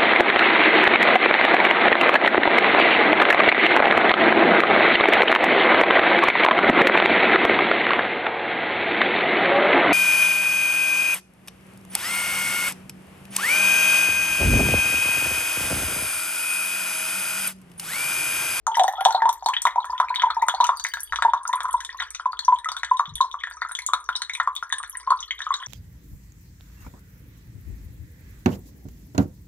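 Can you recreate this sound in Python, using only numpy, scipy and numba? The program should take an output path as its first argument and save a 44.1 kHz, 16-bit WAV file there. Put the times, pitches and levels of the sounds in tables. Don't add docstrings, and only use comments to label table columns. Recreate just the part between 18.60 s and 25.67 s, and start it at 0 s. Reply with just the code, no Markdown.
import sys
import numpy as np
from scipy import signal
from scipy.fft import rfft, irfft, next_fast_len
from scipy.io import wavfile
from numba import njit

SR = 44100
rng = np.random.default_rng(int(sys.argv[2]) if len(sys.argv) > 2 else 0)


def int16_out(signal):
    q = np.round(np.clip(np.atleast_2d(signal).T, -1, 1) * 32767)
    wavfile.write(sys.argv[1], SR, q.astype(np.int16))


N = 311787
TIME = np.arange(N) / SR
TOP_HZ = 16400

# [t/s, level/dB, f/Hz, 60 dB decay time before stretching/s]
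BUBBLES = [(0.068, -4.5, 1140, 0.015), (0.0756, -10.5, 879, 0.084), (.1137, -19.5, 883, 0.13),
           (.152, -16.5, 1820, 0.021), (0.1693, -9.5, 891, 0.092), (.182, -10, 857, 0.17),
           (.196, -2.5, 774, 0.072), (.213, -5.5, 722.4, 0.073), (.2417, -4, 801, 0.047),
           (0.279, -16.5, 1750, 0.033), (.2813, -7.5, 765, 0.052), (.3356, -14.5, 810, .035),
           (0.3825, -19.5, 775, 0.11), (.4097, -11, 794, 0.096), (.458, 2.5, 794, 0.05),
           (.4849, -12.5, 880, 0.1), (0.5066, -13, 850, 0.097), (.5467, -2.5, 780, .042),
           (0.5779, -17, 890, 0.055), (.6198, -10.5, 1664, 0.018), (.62, -7, 876, .05),
           (.6553, -3.5, 904, 0.031), (.6912, -6, 940, 0.028), (0.824, -22, 808, .08),
           (0.8603, -8.5, 842, 0.1), (0.9338, -17, 1670, 0.016), (0.9375, -1, 2260, 0.0049),
           (0.9655, -15, 1760, 0.019), (1.0527, 0.5, 1080, 0.017), (1.069, -2.5, 1860, 0.0089),
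           (1.0714, 0.5, 970, 0.0059), (1.1585, -11, 842, 0.096), (1.2439, -10, 1130, 0.0071),
           (1.2964, -21, 946, 0.037), (1.3302, -19.5, 970, 0.034), (1.4006, 4.5, 1033, 0.0081),
           (1.4406, -20, 900, 0.023), (1.4848, -17.5, 2200, 0.015), (1.5026, -15, 950, 0.03),
           (1.5428, -11.5, 2000, 0.0089), (1.557, -30, 1620, 0.022), (1.62, 2, 1620, 0.0037),
           (1.6351, -6.5, 940, 0.036), (1.666, -15, 903, 0.073), (1.7026, -6, 1216, .013),
           (1.7668, -16.5, 900, 0.093), (1.7966, -25.5, 854, 0.16), (1.8234, -10.5, 896, 0.075),
           (1.885, 7, 1245, 0.0052), (1.94, -11, 803, 0.041), (2.0024, -1.5, 930, 0.018),
           (2.0283, -17.5, 947, 0.078), (2.091, 3, 1067, 0.012), (2.14, -18, 1060, 0.02),
           (2.2493, 0, 1830, 0.0065), (2.3381, -15.5, 1586, 0.034), (2.3707, -7, 1480, 0.0053),
           (2.5238, -1, 1580, 0.0063), (2.5328, -7.5, 1175, 0.012), (2.5871, -12.5, 1180, 0.03),
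           (2.623, 10, 1410, 0.004), (2.6492, -3.5, 880, 0.036), (2.6813, -16.5, 929, 0.068),
           (2.7351, 0.5, 1060, 0.014), (2.7629, -22, 964, 0.052), (2.8529, -14, 1284, 0.017),
           (2.8918, -21.5, 990, 0.052), (2.9292, -12.5, 1840, 0.01), (2.9344, -7.5, 1057, 0.02),
           (3.005, -0.5, 1360, 0.0037), (3.054, -11, 1154, 0.019), (3.0886, -20.5, 1040, 0.022),
           (3.1406, -14, 962, 0.08), (3.2918, -23, 1810, 0.031), (3.3455, -27.5, 1077, 0.025),
           (3.401, -5, 1780, 0.0067), (3.42, -16.5, 1280, 0.015), (3.547, -21, 2261, 0.011),
           (3.5974, -13.5, 1280, 0.011), (3.6569, -11, 1012, 0.034), (3.731, -17, 1194, 0.019),
           (3.8808, -7, 977, 0.044), (3.922, -11, 962, 0.061), (4.0449, -17.5, 1850, .02),
           (4.0577, -19.5, 1252, 0.092), (4.0874, -13, 1205, 0.018), (4.1174, -15, 1140, 0.011),
           (4.1662, -20, 1420, 0.018), (4.2331, 2, 1630, 0.0048), (4.3122, -10.5, 1007, 0.11),
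           (4.3958, -3, 1120, 0.032), (4.6052, -10, 1035, 0.11), (4.6439, -21, 1006, 0.044),
           (4.7416, -16, 1130, 0.045), (4.8105, -30, 2030, .022), (4.8375, -10.5, 1744, 0.017),
           (4.8717, -10.5, 1600, 0.0073), (4.9112, -15, 1500, 0.0067), (4.969, -33, 1220, .07),
           (5.0187, -3.5, 1370, 0.0074), (5.0493, -16.5, 1266, 0.023), (5.093, -21, 1340, .015),
           (5.1128, -12, 1440, 0.007), (5.1882, -13.5, 2006, 0.016), (5.288, -19.5, 1137, 0.083),
           (5.3343, 0, 1206, 0.016), (5.4898, -2.5, 1340, 0.0097), (5.6969, -12, 2050, 0.016),
           (5.752, -13.5, 2180, 0.013), (5.7999, 0.5, 1250, 0.0078), (5.874, -7, 1130, 0.037),
           (6.0261, -10.5, 1322, 0.012), (6.1013, -21, 1760, 0.013), (6.1261, -12, 1680, 0.022),
           (6.2012, -23.5, 1166, 0.044), (6.2363, -9.5, 1540, 0.0049), (6.3525, -20, 1780, 0.017),
           (6.4737, -14.5, 1030, 0.03), (6.5051, -6, 1077, 0.028), (6.517, -13, 1030, 0.052),
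           (6.7077, -12, 2010, 0.019), (6.8046, -13, 1650, 0.013), (6.8663, -17.5, 1209, 0.059),
           (6.9054, -11.5, 1123, 0.061), (7.0267, -14, 1570, 0.0055)]
# [f/Hz, level/dB]
MOUTH = [(300, -21.5), (950, 20), (1800, 18.5), (2650, 9.5), (3450, 23.5), (4100, 15.5), (5000, 4.5),
         (5850, 22), (7100, 15.5), (8700, 11.5), (9800, -6), (10800, 2), (13000, -1.5), (16000, -22.5)]


def amp(db):
    return 10 ** (np.asarray(db) / 20)


def unit(x):
    return x / np.sqrt(np.mean(x ** 2))


def add(out, s, sound):
    i = int(np.clip(s * SR, 0, N - 1))
    out[i:i + len(sound)] += sound[:N - i]


def fade(t, t60):
    return np.exp(-np.log(1000) * t / t60)


def gain_at(hz, points):
    f, db = np.transpose(points)
    return amp(np.interp(np.log(np.maximum(hz, 1)), np.log(f), db))


def colour(x, points, size=1024):
    cepstrum = irfft(np.log(gain_at(np.fft.rfftfreq(size, 1 / SR), points)))
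    cepstrum[1:size // 2] *= 2
    cepstrum[size // 2 + 1:] = 0
    response = irfft(np.exp(rfft(cepstrum)))
    return signal.fftconvolve(x, response)[:len(x)]


def cut(x, hz, kind, order=2):
    return signal.sosfilt(signal.butter(order, hz, kind, fs=SR, output="sos"), x)


@njit
def resonate(x, hz, width):
    y = np.empty((2, len(x)))
    band, low = 0., 0.
    for i in range(len(x)):
        g = np.tan(np.pi * hz[i] / SR)
        k = width / hz[i]
        v = (band + g * (x[i] + 1e-18 - low)) / (1 + g * (g + k))
        y[0, i] = k * v
        y[1, i] = x[i] - k * v - low - g * v
        band, low = 2 * v - band, low + 2 * g * v
    return y


def ping(db, hz, t60, rise=0, attack=.0001):
    t = np.arange(int(t60 * SR) + 2) / SR
    phase = 2 * np.pi * hz * (t + rise * t * t / 2)
    return amp(db) * (1 - np.exp(-t / attack)) * fade(t, t60) * np.sin(phase)


def background(rumble_db=-65, waver=0.74, waver_hz=6, apart_db=-7):
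    # [f/Hz, rms level/dB]
    hum_tones = [(55, -70), (317.6, -87.5), (436, -81)]
    # [f/Hz, relative level/dB]
    rumble_colour = [(20, -31), (40, -22), (58, -9), (80, -26.5), (115, -41), (200, -43), (420, -38.5),
                     (1000, -47), (7000, -62), (14000, -84.5)]
    noise = rng.standard_normal((3, N))
    spectra = rfft(noise[:2]) * gain_at(np.fft.rfftfreq(N, 1 / SR), rumble_colour)
    mid, side = (unit(v) for v in irfft(spectra, N))
    hum = sum(amp(db) * unit(np.sin(2 * np.pi * hz * TIME)) for hz, db in hum_tones)
    hum = hum * (1 + waver * unit(cut(noise[2], waver_hz, "low")))
    return hum + amp(rumble_db) * (mid + amp(apart_db) * side * np.array([[1], [-1]]))


def column_hz(s):
    # [t/s, f/Hz]
    column = [(0, 799), (.45, 876), (.7, 906.5), (1.4, 1016), (2.7, 925), (3.2, 1062), (4.4, 953),
              (6.2, 1043), (7.07, 1058)]
    return np.interp(s, *np.transpose(column))


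def all_drops(tick_db=-25, plink_tilt_db=-1, bead_db=-27, bead_hz=3480,
              faint_db=-36, range_db=10, faint_tilt_db=16, faint_bead_db=-25,
              low_hz=3200, high_hz=10000, count=90):
    # [t/s, tick level/dB, brightness tilt/dB, bubble level/dB, bubble f/Hz]
    loud = [(.0678, -21.5, 5, -5.5, 6450), (.145, -36, -20, -18.5, 3100), (.1546, -25, -1, -12.5, 5660),
            (.171, -20, 5, -16.5, 11300), (.1956, -9.5, -2.5, -27, 3530), (.2357, -15.5, 2, -13, 8400),
            (.28, -17, 4.5, -14, 14100), (0.326, -32, 6, -27, 11500), (0.3686, -53, -5, -32, 3320),
            (.4076, -25.5, -14, -17, 10900), (.451, -5, -4, -45, 3320), (.483, -23, 6, -36.5, 3445),
            (.507, -22.5, -7, -15.5, 5900), (.5498, -50, -3, -12, 3960), (.6917, -15, 5, -40, 3740),
            (.7283, -23, 6, -12.5, 12100), (.8608, -11.5, 3, -14.5, 4170), (.8865, -14.5, 4.5, -21.5, 3280),
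            (.9406, -44, 12, -14.5, 3000), (.9661, -36, -21, -7, 3240), (1.0194, -12.5, 10, -7, 8000),
            (1.0532, -14, 1.5, -26, 3340), (1.0703, -19, 6, -20, 3200), (1.2538, -29.5, 10, -37, 3340),
            (1.379, -31.5, -15.5, -44, 3200), (1.548, -27.5, 10, -29, 4350), (1.5587, -18, -7, -10.5, 3560),
            (1.5967, -43, -26, -9.5, 3240), (1.6207, -26.5, -18.5, -28, 3650),
            (1.7057, -26.5, -14, -22, 4080), (1.821, -23.5, 4, -21, 14800), (1.8834, -11, 8.5, -41, 9030),
            (1.896, -48, 4, -12.5, 3280), (1.9476, -24.5, -1.5, -22.5, 4130),
            (2.0097, -19, -3, -15.5, 3900), (2.0423, -6.5, -2, -12.5, 2840), (2.0675, -13, 0, -28, 6100),
            (2.1713, -34, 26.5, -23, 4620), (2.197, -15.5, 0.5, -25, 4430), (2.2398, -19.5, 10, -9.5, 6170),
            (2.2665, -18, -1, -31, 3500), (2.2861, -29, 12, -19, 15000), (2.3374, -14.5, -1.5, -17, 14200),
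            (2.4049, -23.5, 23, -11, 10000), (2.433, -36, 35, -9.5, 11200), (2.559, -15, -4.5, -47, 3630),
            (2.6235, -19.5, 2.5, -38, 3445), (2.8768, -28, 23.5, -11, 6230), (2.9307, -25, 15, -18, 3500),
            (2.956, -36, 27, -24, 8950), (3.005, -25.5, -3, -32, 3300), (3.0324, -24, 18, -50, 8300),
            (3.1099, -45, 31, -19, 10600), (3.1289, -27.5, 18, -16.5, 8300),
            (3.2049, -18.5, 4.5, -27, 9250), (3.2486, -19.5, 4.5, -27, 3480),
            (3.4044, -29, -15.5, -19, 3520), (3.423, -19, -7, -18, 3260), (3.5051, -26, 15, -34, 8840),
            (3.549, -20, -4.5, -14.5, 5940), (3.791, -16, 2.5, -14, 4150), (3.8493, -30, 11.5, -11, 5900),
            (3.987, -26.5, -0.5, -31, 3600), (4.0456, -26, 13, -30, 8440), (4.0884, -21, -1.5, -17.5, 3470),
            (4.1175, -18, 3.5, -18.5, 4650), (4.1667, -21.5, 0, -16.5, 3460), (4.247, -20, -0.5, -26, 3420),
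            (4.3699, -58, -3, -23.5, 3580), (4.3926, -27, -4, -25, 3630), (4.456, -41, -12, -25.5, 3450),
            (4.555, -21, 22, -18.5, 3440), (4.6117, -19.5, 2, -13.5, 3790), (4.7137, -38, 7, -24, 3500),
            (4.8353, -26, -10.5, -37, 3800), (4.9004, -49, 36.5, -38, 3450), (5.1187, -39, 29.5, -18, 8630),
            (5.151, -19.5, 4, -14.5, 3370), (5.19, -22, 3, -23.5, 10700), (5.2198, -37, 22, -28, 4040),
            (5.2642, -18.5, 18, -1.5, 7000), (5.3346, -9, 1, -14, 3630), (5.489, -40.5, 24, -31, 3490),
            (5.5538, -23, -1, -11.5, 3770), (5.563, -16, 10.5, -14, 5170), (5.6192, -15, 0, -14, 4100),
            (5.696, -21.5, -4, -20.5, 3430), (5.7352, -20, 7, -20, 3660), (5.7506, -24, 13, -21, 3400),
            (5.772, -38, 21, -33, 9900), (5.9529, -40.5, 33, -21, 14500), (5.9637, -19, 3.5, -13, 3550),
            (6.1244, -10, 1, -8, 3530), (6.1836, -31.5, -7.5, -14, 8580), (6.23, -24.5, -1, -27, 8530),
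            (6.2967, -45, 43, -15, 11050), (6.3712, -35, 22, -15.5, 8800), (6.399, -33, -4, -33, 10800),
            (6.5047, -28, 18, -24.5, 4230), (6.6045, -28, 8, -13.5, 6070), (6.628, -40, 10, -20, 3250),
            (6.708, -53, -16, -11.5, 3116), (6.791, -26.5, -4.5, -38, 3650), (6.818, -25, -6.5, -34, 3400),
            (6.94, -16.5, -6, -14.5, 3770)]
    plinks = [(s, tick_db + db, plink_tilt_db, bead_db + db, bead_hz) for s, db, _, _ in BUBBLES]
    start = BUBBLES[0][0]
    faint = []
    for k, (when, luck, small) in enumerate(rng.random((count, 3))):
        s = start + (k + when) / count * (N / SR - start)
        quieter_db = range_db * luck
        hz = low_hz * (high_hz / low_hz) ** (small * small)
        faint.append((s, faint_db - quieter_db, faint_tilt_db * small, faint_bead_db - quieter_db, hz))
    return list(loud) + plinks + faint


def drops(falls, crack_db=-15, crack_t60=0.0035, splatter_db=-22, splatter_t60=0.0082, attack=0.00024,
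          top_tilt=1.14, air_db=5, dulling_db_per_s=6.0, size=1400):
    out, t = np.zeros(N), np.arange(size) / SR
    shape = amp(crack_db) * fade(t, crack_t60) + amp(splatter_db) * fade(t, splatter_t60)
    shape = shape * (1 - np.exp(-t / attack))
    for (s, db, tilt, _, _), grit in zip(falls, rng.standard_normal((len(falls), size))):
        top_db = top_tilt * tilt + air_db - dulling_db_per_s * s
        slope = [(3000, -tilt), (11000, tilt), (13500, top_db)]
        add(out, s, amp(db) * colour(grit * shape, slope, size=128))
    return colour(out, MOUTH)


def beads(falls, level_db=-1, cycles=40, rise=14, small_db=-13, small_cycles=22, scatter=0.13,
          late_s=0.017, count=4):
    out = np.zeros(N)
    for (s, _, _, db, hz), chances in zip(falls, rng.random((len(falls), count, 3))):
        add(out, s, ping(db + level_db, hz, cycles / hz, rise, attack=0.00047))
        for when, place, luck in chances:
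            pitch = min(hz * np.exp(scatter * (2 * place - 1)), TOP_HZ)
            small = ping(db + small_db - 10 * luck, pitch, small_cycles / pitch, rise, attack=0.00021)
            add(out, s + late_s * when, small)
    return out


def bubbles(stretch=0.81, climb=0.14, climb_power=1.86, echo_db=-17, follow=0.27, late_s=0.05,
            smaller=0.069, spread=0.32, small_t60=0.013, count=2):
    out = np.zeros(N)
    for (s, db, hz, t60), chances in zip(BUBBLES, rng.random((len(BUBBLES), count, 3))):
        rise = climb * (hz / column_hz(s)) ** climb_power / t60
        add(out, s, ping(db, hz, t60 * stretch, rise, attack=0.00062))
        for when, size, luck in chances:
            pitch = hz * np.exp(spread * (size - .5) + smaller)
            shed = ping(follow * db + echo_db - 10 * luck, pitch, small_t60, 9 * luck, attack=0.0055)
            add(out, s + late_s * when, shed)
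    return out


def flow(trickle_or_spray):
    # [t/s, trickle level/dB, spray level/dB]
    pour_levels = [(0.07, -71, -78), (0.26, -54, -70), (0.54, -37, -48), (0.91, -68, -75), (1.24, -43, -64),
                   (2.0, -45.5, -68), (2.31, -78, -60.5), (2.56, -62, -64), (2.74, -51, -81),
                   (3.03, -37.5, -68.5), (3.34, -60, -51), (3.74, -61, -71), (4.26, -47, -69),
                   (4.4, -65.5, -64), (6.09, -55.5, -68.5), (6.48, -59, -63), (6.83, -49, -55.5),
                   (7.07, -50, -51)]
    s, *levels = np.transpose(pour_levels)
    return amp(np.interp(TIME, s, levels[trickle_or_spray])) * (TIME > s[0])


def trickle(level_db=-1, lowest=0.932, highest=2.466, tilt_db=-9, spread_db=9, cycles=40, rise=14, count=620):
    out = np.zeros(N)
    for when, place, luck, climb in rng.random((count, 4)):
        s = when * N / SR
        ratio = lowest * (highest / lowest) ** place
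        hz = column_hz(s) * ratio
        db = tilt_db * np.log2(ratio) - spread_db * luck
        add(out, s, ping(db, hz, cycles / hz, rise * climb * place, attack=0.003))
    return unit(out) * flow(0) * amp(level_db)


def spray(level_db=5, low_hz=1400, high_hz=14000, spread_db=10.5, cycles=34, rise=28, tilt_db=3, count=2200):
    out = np.zeros(N)
    for when, place, luck in rng.random((count, 3)):
        hz = low_hz * (high_hz / low_hz) ** place
        size_db = -spread_db * np.log(max(luck, 1 / 20)) + tilt_db * np.log2(hz / low_hz)
        add(out, when * N / SR, ping(size_db, hz, cycles / hz, rise, attack=2 / hz))
    return unit(colour(out, MOUTH)) * flow(1) * amp(level_db)


def glass(splash, column_db=2, width_hz=30, mouth_hz=660, half_full_hz=950, steepness=1.72,
          knee_hz=800, wall_db=-29):
    # [f/Hz, width/Hz, level/dB]
    upper_air = [(3405, 260, -11), (3840, 35, 4.5), (8860, 270, 8), (10690, 90, 11.5)]
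    # [f/Hz, width/Hz, level/dB]
    surroundings = [(946, 14, -8), (1014, 12, -4), (1227, 20, -8), (1402, 20, -10), (1650, 20, -4),
                    (1760, 24, -6), (3162, 40, -6), (4300, 60, -3)]
    # [f/Hz, width/Hz, gain/dB]
    gaps = [(2747, 144, -19), (4540, 1600, 2.5), (7180, 760, -0.5), (8900, 600, 2)]
    hz = column_hz(TIME)
    sound = splash + amp(column_db) * resonate(splash, hz, float(width_hz))[0]
    for mode_hz, width, db in list(upper_air) + list(surroundings):
        sound = sound + amp(db) * resonate(splash, np.full(N, float(mode_hz)), float(width))[0]
    for gap_hz, width, db in gaps:
        sound = sound - (1 - amp(db)) * resonate(sound, np.full(N, float(gap_hz)), float(width))[0]
    for _ in range(2):
        sound = resonate(sound, mouth_hz * (hz / half_full_hz) ** steepness, float(knee_hz))[1]
    through_wall = amp(wall_db) * cut(splash, 200, "high") * (half_full_hz / hz) ** 4
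    return sound + through_wall


def room(x, near_db=-9, near_t60=0.038, tail_db=-8, low_t60=0.24, high_t60=0.17, split_hz=2500, size=14000):
    t = np.arange(size) / SR
    shared, left, right = rng.standard_normal((3, size))
    tails = []
    for own in (left, right):
        bass = cut(shared + .4 * own, split_hz, "low")
        treble = cut(own - shared, split_hz, "high") / np.sqrt(2)
        parts = ((bass + treble, near_db, near_t60), (bass, tail_db, low_t60), (treble, tail_db, high_t60))
        echo = 0
        for noise, db, t60 in parts:
            shape = fade(t, t60) * (t > .001)
            echo = echo + amp(db) * noise * shape / np.linalg.norm(shape)
        tails.append(signal.fftconvolve(x, echo)[:N])
    return np.array(tails)


def sooner(x, ms):
    size = next_fast_len(N + 64)
    turn = np.exp(2j * np.pi * np.fft.rfftfreq(size, 1000 / SR) * ms)
    return irfft(rfft(x, size) * turn, size)[:N]


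def gurgles(sweep_ratio=1.37, wobble=0.54, wobble_hz=90):
    # [t/s, level/dB, start f/Hz, length/s]
    sweeps = [(0.376, -36, 1242, 0.055), (0.568, -31, 972, 0.034), (0.667, -20, 926, 0.027),
              (0.879, -21.5, 898, 0.036), (1.178, -20.5, 857, 0.018), (1.422, -30.5, 1170, 0.03),
              (1.593, -30.5, 1540, 0.018), (1.504, -34, 1370, .026), (1.684, -40.5, 1447, .022),
              (1.818, -29.5, 1870, 0.0172), (2.017, -25.5, 1056, 0.051), (2.046, -34, 1180, 0.02),
              (2.101, -29, 1020, 0.06), (3.059, -44, 1113, 0.0646), (3.203, -33, 1434, 0.015),
              (5.02, -31, 1740, 0.0142), (5.801, -18, 1630, 0.0078), (6.515, -17.5, 1081, 0.021)]
    out = np.zeros(N)
    for s, db, hz, length in sweeps:
        part = np.linspace(0, 1, int(length * SR) + 2)
        phase = 2 * np.pi * np.cumsum(hz * sweep_ratio ** part) / SR
        swell = np.sin(np.pi * np.sqrt(part))
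        add(out, s, amp(db) * swell * np.sin(phase))
    return out * (1 + wobble * unit(cut(rng.standard_normal(N), wobble_hz, "low")))


def bumps():
    # [t/s, level before
    # attack/dB, f/Hz, 60 dB decay time/s]
    blows = [(1.884, -34.5, 227, 0.024), (2.512, -43, 58.4, 0.68), (4.478, -37, 154, 0.12),
             (4.504, -37.5, 100, 0.19), (4.519, -35.5, 150, 0.14), (4.545, -37.5, 60, 0.23)]
    out = np.zeros(N)
    for s, db, hz, t60 in blows:
        add(out, s, ping(db, hz, t60, attack=0.0031))
    return out


def rings(ring_hz=4682, flutter=0.51, flutter_hz=40):
    # [t/s, level before attack and flutter/dB, 60 dB decay time/s]
    tones = [(1.948, -53, .8), (2.159, -43, 1.2), (2.554, -42, 0.36)]
    out = np.zeros(N)
    for s, db, t60 in tones:
        add(out, s, ping(db, ring_hz, t60, attack=0.011))
    return out * (1 + flutter * unit(cut(rng.standard_normal(N), flutter_hz, "low")))


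def scene(left_lead_ms=0.079):
    # [f/Hz, difference/dB]
    sides = [(60, 5), (380, 1.5), (700, 1.2), (2380, 2), (4400, 4), (8120, 2.5), (11000, -1), (15000, 1)]
    falls = all_drops()
    splash = bubbles() + gurgles() + trickle() + drops(falls) + beads(falls) + spray()
    pour = glass(splash)
    left, right = pour + room(pour) + bumps() + background()
    left = colour(sooner(left, left_lead_ms), [(hz, db / 2) for hz, db in sides])
    right = colour(right, [(hz, -db / 2) for hz, db in sides])
    return np.array([left, right]) + rings()


def record(dry):
    top_cut = signal.ellip(8, .2, 70, TOP_HZ, fs=SR, output="sos")
    return signal.sosfilt(top_cut, np.clip(dry, -1, 1))


dry = scene()
out = record(dry)
int16_out(out)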